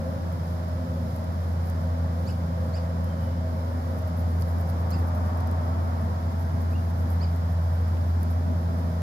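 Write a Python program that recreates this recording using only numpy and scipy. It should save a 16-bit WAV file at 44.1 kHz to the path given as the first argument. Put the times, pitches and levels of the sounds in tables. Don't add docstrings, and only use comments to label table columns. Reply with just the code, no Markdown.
import sys
import numpy as np
from scipy import signal
from scipy.fft import rfft, irfft, next_fast_len
from scipy.io import wavfile
from scipy.ndimage import uniform_filter1d, map_coordinates

SR = 44100
rng = np.random.default_rng(int(sys.argv[2]) if len(sys.argv) > 2 else 0)


def digitize_waveform(pressure):
    field = np.atleast_2d(pressure).T
    bounded = np.clip(field, -1, 1)
    quanta = np.round(bounded * 32767).astype(np.int16)
    wavfile.write(sys.argv[1], SR, quanta)


N = 397771

# start_s, length_s, top_pitch_hz, level_db, falling_side_db, upper_overtones_db,
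# second_voice_hz, second_voice_db, second_voice_decay_s, pan_db, hoarseness (relative)
DUCK_PEEPS = [(2.259, 0.061, 2665, -44.5, 0, -9, 2910, -52, .018, -7, 1.15),
              (2.726, 0.067, 2615, -45, -1, -13, 2870, -55, .022, -7, 0.9),
              (4.904, 0.06, 2535, -46.5, -3, -15, 2700, -51.5, .008, -9, 0.25),
              (7.198, 0.058, 2545, -45.5, 0, -19, 3040, -52, .008, -10, 0.3)]
# share_of_length (0-1), share_of_top_pitch (0-1), level_db
PEEP_ARCH = [(0, .77, -14), (.18, .825, -9), (.31, .89, -1), (.48, .975, 0), (.62, 1, 0), (.74, .98, 0),
             (.85, .91, 0), (1, .78, -14)]
# frequency_hz, gain_db
PEEP_DIP = [(7700, -1), (8300, -12), (9200, -10), (9900, 3)]
THROAT_HZ, THROAT_WIDTH_HZ, THROAT_DB = 4650, 280, 4.5
PEEP_JITTER_RAD = .36
SLAP_S, SLAP_DB = .052, -13.5
# frequency_hz, t60_s
PARK_DECAY = [(2000, 0.2), (5000, 0.18), (10000, 0.13)]

# start_s, length_s, first_hz, middle_hz, last_hz, level_db
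FAR_WHISTLES = [(3.035, 0.08, 2950, 3120, 3170, -68), (3.085, 0.25, 3165, 3035, 2925, -65.5),
                (6.724, 0.068, 2360, 2800, 2720, -55.5)]
WHISTLE_FADE_S = 0.014

# start_s, peak_db, lower_body_db
LOUD_TICKS = [(0.325, -37, -20), (0.47, -41, -20), (1.162, -34, -20), (1.242, -41, -20), (1.699, -32, -10),
              (3.044, -34, -20), (3.989, -36, -16), (4.021, -39, -20), (4.081, -41, -20), (4.413, -34, -9),
              (4.422, -30, -3), (4.613, -36, -22), (4.7, -35, -3), (4.906, -31, -13), (4.912, -35, -12),
              (4.992, -40, -20), (5.071, -39, -16), (5.149, -38, -16), (5.373, -38, -20), (5.403, -37, -9),
              (5.408, -35, -11), (5.472, -33, -14), (5.513, -36, -16), (6.015, -37, -20), (7.362, -36, -16),
              (7.88, -39, -20), (8.231, -29.5, -32)]
# frequency_hz, gain_db
TICK_SPECTRUM = [(2500, -40), (4800, -4), (7000, -11), (8600, -11), (10000, -2), (12500, 2.5),
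                 (14500, -4.5), (16000, -14)]
# frequency_hz, gain_db
TICK_BODY_SPECTRUM = [(1500, -30), (3500, -6), (4900, 4), (6800, -7), (9000, -16), (12000, -40)]
# middle_s, length_s, level_db
RUSTLE_STROKES = [(1.68, .1, -55), (3.985, 0.071, -57), (4.08, .05, -56), (4.193, .08, -53),
                  (4.303, .06, -58), (4.408, .06, -51), (4.495, .07, -54), (4.6, .07, -52),
                  (4.692, 0.078, -51), (4.812, 0.061, -57), (4.909, 0.063, -56), (4.993, 0.076, -55),
                  (5.082, .04, -53), (5.17, .06, -56), (5.27, 0.052, -54), (6.32, 0.037, -57),
                  (6.415, .06, -55), (6.621, 0.045, -51), (6.722, .06, -55), (6.9, 0.052, -55),
                  (7.005, 0.12, -55), (7.115, .09, -50), (7.513, 0.084, -57), (7.632, .05, -60),
                  (7.75, .08, -61), (8.22, 0.069, -57), (8.315, .05, -52), (8.79, 0.084, -58)]
# frequency_hz, gain_db
HISS_SPECTRUM = [(3000, -11), (4500, 4.5), (6500, -0.5), (8300, -10), (9800, 2.5), (12500, 4.5), (14200, 0),
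                 (15700, -7)]

TAP_S, TAP_HZ, TAP_DB = 7.969, 2600, -47

# time_s, rate_hz
FIRING_RATE = [(0, 84.46), (3, 84.17), (7, 84.3), (9, 84.46)]
# time_s, level_db
FIRING_TONE_LEVEL = [(0.0, -28.5), (0.6, -26.5), (1.25, -27.5), (1.55, -23.5), (2.4, -25.5), (4.0, -25.5),
                     (4.25, -23), (5.4, -23), (6.2, -24.5), (7.1, -21.5), (8.25, -21.5), (9.02, -24.5)]
# time_s, level_db
OCTAVE_LEVEL = [(0.0, -37.5), (2.2, -37.5), (2.85, -33), (3.9, -45), (4.2, -33.5), (4.95, -36), (5.35, -47),
                (7.3, -38), (8.25, -46), (8.6, -35.5), (9.02, -35)]
# multiple_of_firing_rate (whole number), level_db
ENGINE_OVERTONES = [(3, -47.5), (4, -59.5)]

PASS_S, PASS_WIDTH_S, PASS_ROAR_DB, PASS_SONG_DB = 5.39, 0.84, -43, -41
# centre_hz, half_width_hz, gain_db
TYRE_BANDS = [(733, 46, -4), (903, 17, -1.5), (1155, 190, -9)]
# frequency_hz, gain_db
ROAR_SPECTRUM = [(200, -29), (400, -5.5), (600, 1), (750, 0.5), (1000, -1), (1300, -5.5), (1750, -12),
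                 (2100, -17.5), (2600, -25.5), (4000, -64), (8000, -120)]
ROAR_DB, ROAR_DB_PER_S = -42, 0.1026

# frequency_hz, gain_db
DEEP_SPECTRUM = [(20, -30), (52, -20.5), (62, -14.5), (72, -1.5), (105, 3), (128, -5), (155, -1),
                 (185, -10.5), (260, -23.5), (350, -21.5), (900, -120)]
DEEP_DB = -36
# frequency_hz, gain_db
RUMBLE_SPECTRUM = [(130, -21), (190, -2), (225, 0.5), (255, -3), (272, -5.5), (295, -15), (335, -11.5),
                   (365, -17.5), (410, -10.5), (445, -31), (480, -12.5), (520, -33.5), (1500, -120)]
# time_s, level_db
RUMBLE_LEVEL = [(0.0, -34.5), (0.45, -38), (3.9, -36), (5.0, -34), (6.7, -34.5), (7.2, -35), (7.6, -41.5),
                (8.35, -33), (9.02, -36)]
# centre_hz, half_width_hz, gain_db
LOWER_WHINE_BANDS = [(528.8, 18.5, 9), (555, 12, -2)]
# time_s, level_db
LOWER_WHINE_LEVEL = [(0.0, -36.5), (0.398, -46), (1.0, -43), (1.4, -47.5), (2.0, -44), (2.5, -42.5),
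                     (3.3, -42), (4.3, -47), (7.3, -55), (9.02, -48.5)]
# centre_hz, half_width_hz, gain_db
UPPER_WHINE_BANDS = [(632.5, 13, 0), (655, 14, 0)]
UPPER_WHINE_DB = -50.5
# centre_hz, half_width_hz, gain_db
HUM_BANDS = [(480.4, 3.3, 0)]
HUM_DB = -59
# time_s, lower_hz, lower_db, higher_hz, higher_db
WHINE_LINES = [(0, 623, -47, 634, -61), (0.42, 623, -49, 646, -59), (0.62, 624, -44.5, 642, -75),
               (1.05, 626, -45.5, 643, -45), (1.2, 624, -55, 648, -57), (2.45, 622, -56, 633, -60),
               (2.72, 622, -51, 638, -43), (3.15, 622, -65, 637.5, -57), (3.47, 623, -49, 642, -40),
               (3.65, 621, -52, 641, -52), (4.1, 619, -45, 640, -47), (4.75, 617, -65, 639, -57),
               (5.15, 617, -42, 646, -60), (5.7, 617, -58, 653, -48), (6.8, 612, -64, 663, -51.5),
               (7.5, 610, -61, 662.6, -64), (9.02, 610, -47, 657.5, -49.5)]
# frequency_hz, gain_db
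HAZE_SPECTRUM = [(1200, 4.5), (2500, -2), (3000, 4), (3500, 3.5), (4500, 2), (5250, 5.5), (5800, -2),
                 (6800, -1.5), (8200, -7)]
HAZE_TOP_HZ = 8800

# frequency_hz, correlation (-1 to 1)
PORT_LIKENESS = [(120, 0.99), (175, 0.94), (220, 0.67), (300, 0.34), (390, 0.096), (520, 0.77), (660, 0.33),
                 (830, -0.32), (1230, -0.63), (1850, 0.3), (2300, 0.23), (2800, -0.49), (4000, -0.026)]
TOP_HZ = 15760


def amp(db):
    return 10 ** (np.asarray(db) / 20)


def unit(x):
    return x / np.sqrt(np.mean(x ** 2) + 1e-20)


def along(points, hz):
    f, v = np.transpose(points)
    return np.interp(np.log(hz + 1), np.log(f + 1), v)


def curves(rows):
    s, *columns = np.transpose(rows)
    return [np.interp(np.arange(N) / SR, s, column) for column in columns]


def wobble(rate):
    knots = rng.standard_normal(int(N * rate / SR) + 4)
    return unit(map_coordinates(knots, [np.arange(N) * rate / SR]))


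def filtered(x, response):
    n = x.shape[-1]
    m = next_fast_len(n + SR // 4)
    return irfft(rfft(x, m) * response(np.fft.rfftfreq(m, 1 / SR)), m)[..., :n]


def coloured(x, spectrum):
    return filtered(x, lambda hz: amp(along(spectrum, hz)))


def outdoor_noise():
    def mid_and_side(hz):
        turn = np.arccos(np.clip(along(PORT_LIKENESS, hz), -1, 1)) / 2
        return np.array([np.cos(turn), np.sin(turn)])

    mid, side = filtered(rng.standard_normal((2, N)), mid_and_side)
    return np.array([mid + side, mid - side])


def narrow_bands(bands):
    def response(hz):
        return sum(amp(db) / (1 + ((hz - centre) / width) ** 2) for centre, width, db in bands)

    return unit(filtered(outdoor_noise(), response))


def add(track, s, sound):
    part = track[..., max(round(s * SR), 0):][..., :sound.shape[-1]]
    part += sound[..., :part.shape[-1]]


def ducks(rasp_jitter_rad=0.49, choke_db=-6.0, fundamental_db=-12.5, fourth_db=-8, rasp_width=0.2):
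    out = np.zeros((2, N))
    share, pitch, arch_db = np.transpose(PEEP_ARCH)
    for (s, length, top_hz, db, fall_db, upper_db,
         rasp_hz, rasp_db, linger_s, pan_db, hoarseness) in DUCK_PEEPS:
        t = np.arange(SR // 6) / SR
        u = t / length
        hz = top_hz * uniform_filter1d(np.interp(u, share, pitch), size=300, mode="nearest")
        past_crest = u - .64
        crest = np.exp(-(past_crest / rasp_width) ** 2)
        flutter = unit(uniform_filter1d(rng.standard_normal((3, len(u))), size=36))
        jitter = PEEP_JITTER_RAD * hoarseness * crest * flutter[0]
        phase = 2 * np.pi * np.cumsum(hz) / SR + jitter
        resonance = 1 / (1 + ((2 * hz - THROAT_HZ) / THROAT_WIDTH_HZ) ** 2)
        throat = amp(hoarseness * THROAT_DB * (resonance - .5))
        choke = amp(choke_db * hoarseness * crest)
        voice = amp(fundamental_db) * (1 + .5 * crest * flutter[2]) * np.sin(phase)
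        voice += choke * throat * np.sin(2 * phase)
        voice += choke * amp(upper_db) * (np.sin(3 * phase) + amp(fourth_db) * np.sin(4 * phase))
        voice *= amp(db + np.interp(u, share, arch_db) + fall_db * (past_crest > 0) * (1 - crest))
        voice *= np.clip(20 * np.minimum(u, 1 - u), 0, 1)
        rasp = np.sin(2 * np.pi * rasp_hz * t + rasp_jitter_rad * hoarseness * flutter[1])
        rasp *= 1 + 0.53 * flutter[2]
        dying = np.exp(-np.abs(past_crest) * length / linger_s)
        rasp *= amp(rasp_db) * np.where(past_crest < 0, crest ** 2, dying)
        add(out, s, voice * amp([[pan_db / 2], [-pan_db / 2]]) + rasp)
    return coloured(out, PEEP_DIP)


def park(x, delay_s=0.011):
    hz, t, z = signal.stft(rng.standard_normal((2, SR // 2)), SR, nperseg=256)
    decay = amp(-60 * t / along(PARK_DECAY, hz)[:, None])
    tail = signal.istft(z * decay, SR, nperseg=256)[1]
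    late = np.pad(x, (int(delay_s * SR), 0))[None]
    return signal.fftconvolve(late, tail / np.linalg.norm(tail[0]), axes=1)[:, :N]


def far_whistles(waver=.005, flicker_db=3.5):
    out = np.zeros(N)
    for s, length, first_hz, middle_hz, last_hz, db in FAR_WHISTLES:
        u = np.linspace(0, 1, int(length * SR))
        glide = np.polyfit([0, .5, 1], [first_hz, middle_hz, last_hz], 2)
        hz = np.polyval(glide, u) * (1 + waver * wobble(260)[:len(u)])
        fade = np.clip(np.minimum(u, 1 - u) * length / WHISTLE_FADE_S, 0, 1)
        level = amp(db + flicker_db * wobble(115)[:len(u)])
        add(out, s, level * fade * np.sin(2 * np.pi * np.cumsum(hz) / SR))
    return out


def crackle(tick_t60_s=0.0091, tail_db=-19, tail_t60_s=0.084, small_db=-43, port_delay_s=.00042):
    right, t = rustling(), np.arange(SR // 16) / SR
    small = [(when * N / SR, small_db - 8 * size, -20) for when, size in rng.random(size=(50, 2))]
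    for s, peak_db, body_db in list(LOUD_TICKS) + small:
        noise = rng.standard_normal(len(t))
        snap = unit(coloured(noise, TICK_SPECTRUM))
        snap += amp(body_db) * unit(coloured(noise, TICK_BODY_SPECTRUM))
        snap *= amp(-60 * t / tick_t60_s) + amp(tail_db - 60 * t / tail_t60_s)
        add(right, s, amp(peak_db) * snap / np.abs(snap).max())
    left = amp(-20) * np.pad(right, (int(port_delay_s * SR), 0))[:N]
    hiss = unit(coloured(rng.standard_normal((2, N)), HISS_SPECTRUM))
    hiss *= amp(-57.5 + 0.92 * wobble(12))
    return np.array([left, right]) + hiss * amp([[-19], [0]])


def rustling(grain_db=5.0, linger_db=-13):
    flow = np.zeros(N)
    for middle_s, length, db in RUSTLE_STROKES:
        add(flow, middle_s - length / 2, amp(db - 2.5) * np.hanning(int(length * SR)))
        add(flow, middle_s - length, amp(db + linger_db) * np.hanning(int(2 * length * SR)))
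    grains = rng.standard_normal(N) * amp(grain_db * wobble(1500))
    return flow * unit(coloured(grains, TICK_SPECTRUM))


def tap(width_hz=750, t60_s=0.036):
    out, t = np.zeros((2, N)), np.arange(SR // 8) / SR
    noise = rng.standard_normal((2, len(t)))
    body = filtered(noise, lambda hz: 1 / (1 + ((hz - TAP_HZ) / width_hz) ** 2))
    add(out, TAP_S, amp(TAP_DB - 60 * t / t60_s) * unit(body))
    return out


def engine():
    (firing_hz,), (tone_db,), (octave_db,) = map(curves, (FIRING_RATE, FIRING_TONE_LEVEL, OCTAVE_LEVEL))
    phase = 2 * np.pi * np.cumsum(firing_hz) / SR
    drone = amp(tone_db - 2.5 + 0.075 * wobble(14)) * np.sin(phase)
    drone += amp(octave_db - 3.0 + 1.57 * wobble(6.5)) * np.sin(2 * phase + 0.053 * wobble(4.6))
    for order, db in ENGINE_OVERTONES:
        drone += amp(db + 2.35 * wobble(3.6)) * np.sin(round(order) * phase + 1.23 * wobble(3))
    return np.sqrt(2) * drone


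def vehicle(beaming=2.6):
    nearness = 1 / np.hypot(1, (np.arange(N) / SR - PASS_S) / PASS_WIDTH_S)
    roar = amp(PASS_ROAR_DB) * nearness * unit(coloured(outdoor_noise(), ROAR_SPECTRUM))
    return roar + amp(PASS_SONG_DB) * nearness ** beaming * narrow_bands(TYRE_BANDS)


def traffic():
    (upper_db,), (lower_whine_db,) = map(curves, (RUMBLE_LEVEL, LOWER_WHINE_LEVEL))
    rumble = amp(DEEP_DB + 0.89 * wobble(12)) * unit(coloured(outdoor_noise(), DEEP_SPECTRUM))
    upper = unit(coloured(outdoor_noise(), RUMBLE_SPECTRUM))
    rumble += amp(upper_db - 4.0 + 1.02 * wobble(13)) * upper * amp([[1.2], [-1.2]])
    roar_db = ROAR_DB + ROAR_DB_PER_S * np.arange(N) / SR + .4 * wobble(6)
    roar = amp(roar_db) * unit(coloured(outdoor_noise(), ROAR_SPECTRUM)) * amp([[-.5], [.5]])
    whine = amp(lower_whine_db - 2.5 + 0.85 * wobble(4.12)) * narrow_bands(LOWER_WHINE_BANDS)
    whine += amp(UPPER_WHINE_DB + 1.4 * wobble(4.0)) * narrow_bands(UPPER_WHINE_BANDS)
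    whine += amp(HUM_DB) * narrow_bands(HUM_BANDS)
    haze = coloured(outdoor_noise(), HAZE_SPECTRUM)
    haze = filtered(haze, lambda hz: 1 / np.sqrt(1 + (hz / HAZE_TOP_HZ) ** 8))
    air = amp(-55 + 0.095 * wobble(2.2)) * unit(haze) * amp([[-.5], [.5]])
    return rumble + roar + whine + air


def whine_lines(waver_db=1.5, smear_rad=0.66):
    low_hz, low_db, high_hz, high_db = curves(WHINE_LINES)
    out = np.zeros((2, N))
    for hz, db in (low_hz, low_db), (high_hz, high_db):
        phase = 2 * np.pi * np.cumsum(hz) / SR + smear_rad * wobble(9)
        level = amp(db + waver_db * wobble(8))
        out += level * np.sin(phase + 0.24 * np.array([wobble(4.5), wobble(4.6)]))
    return out


def scene():
    peeps, far = ducks(), far_whistles()
    centre = peeps.mean(axis=0)
    slap = amp(SLAP_DB) * np.pad(centre, (int(SLAP_S * SR), 0))[:N]
    birds = peeps + far + slap + park(amp(-7.5) * centre + amp(-8) * far)
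    return birds + crackle() + tap() + engine() + vehicle() + traffic() + whine_lines()


def record(dry):
    return filtered(dry, lambda hz: hz < TOP_HZ)


dry = scene()
out = record(dry)
digitize_waveform(out)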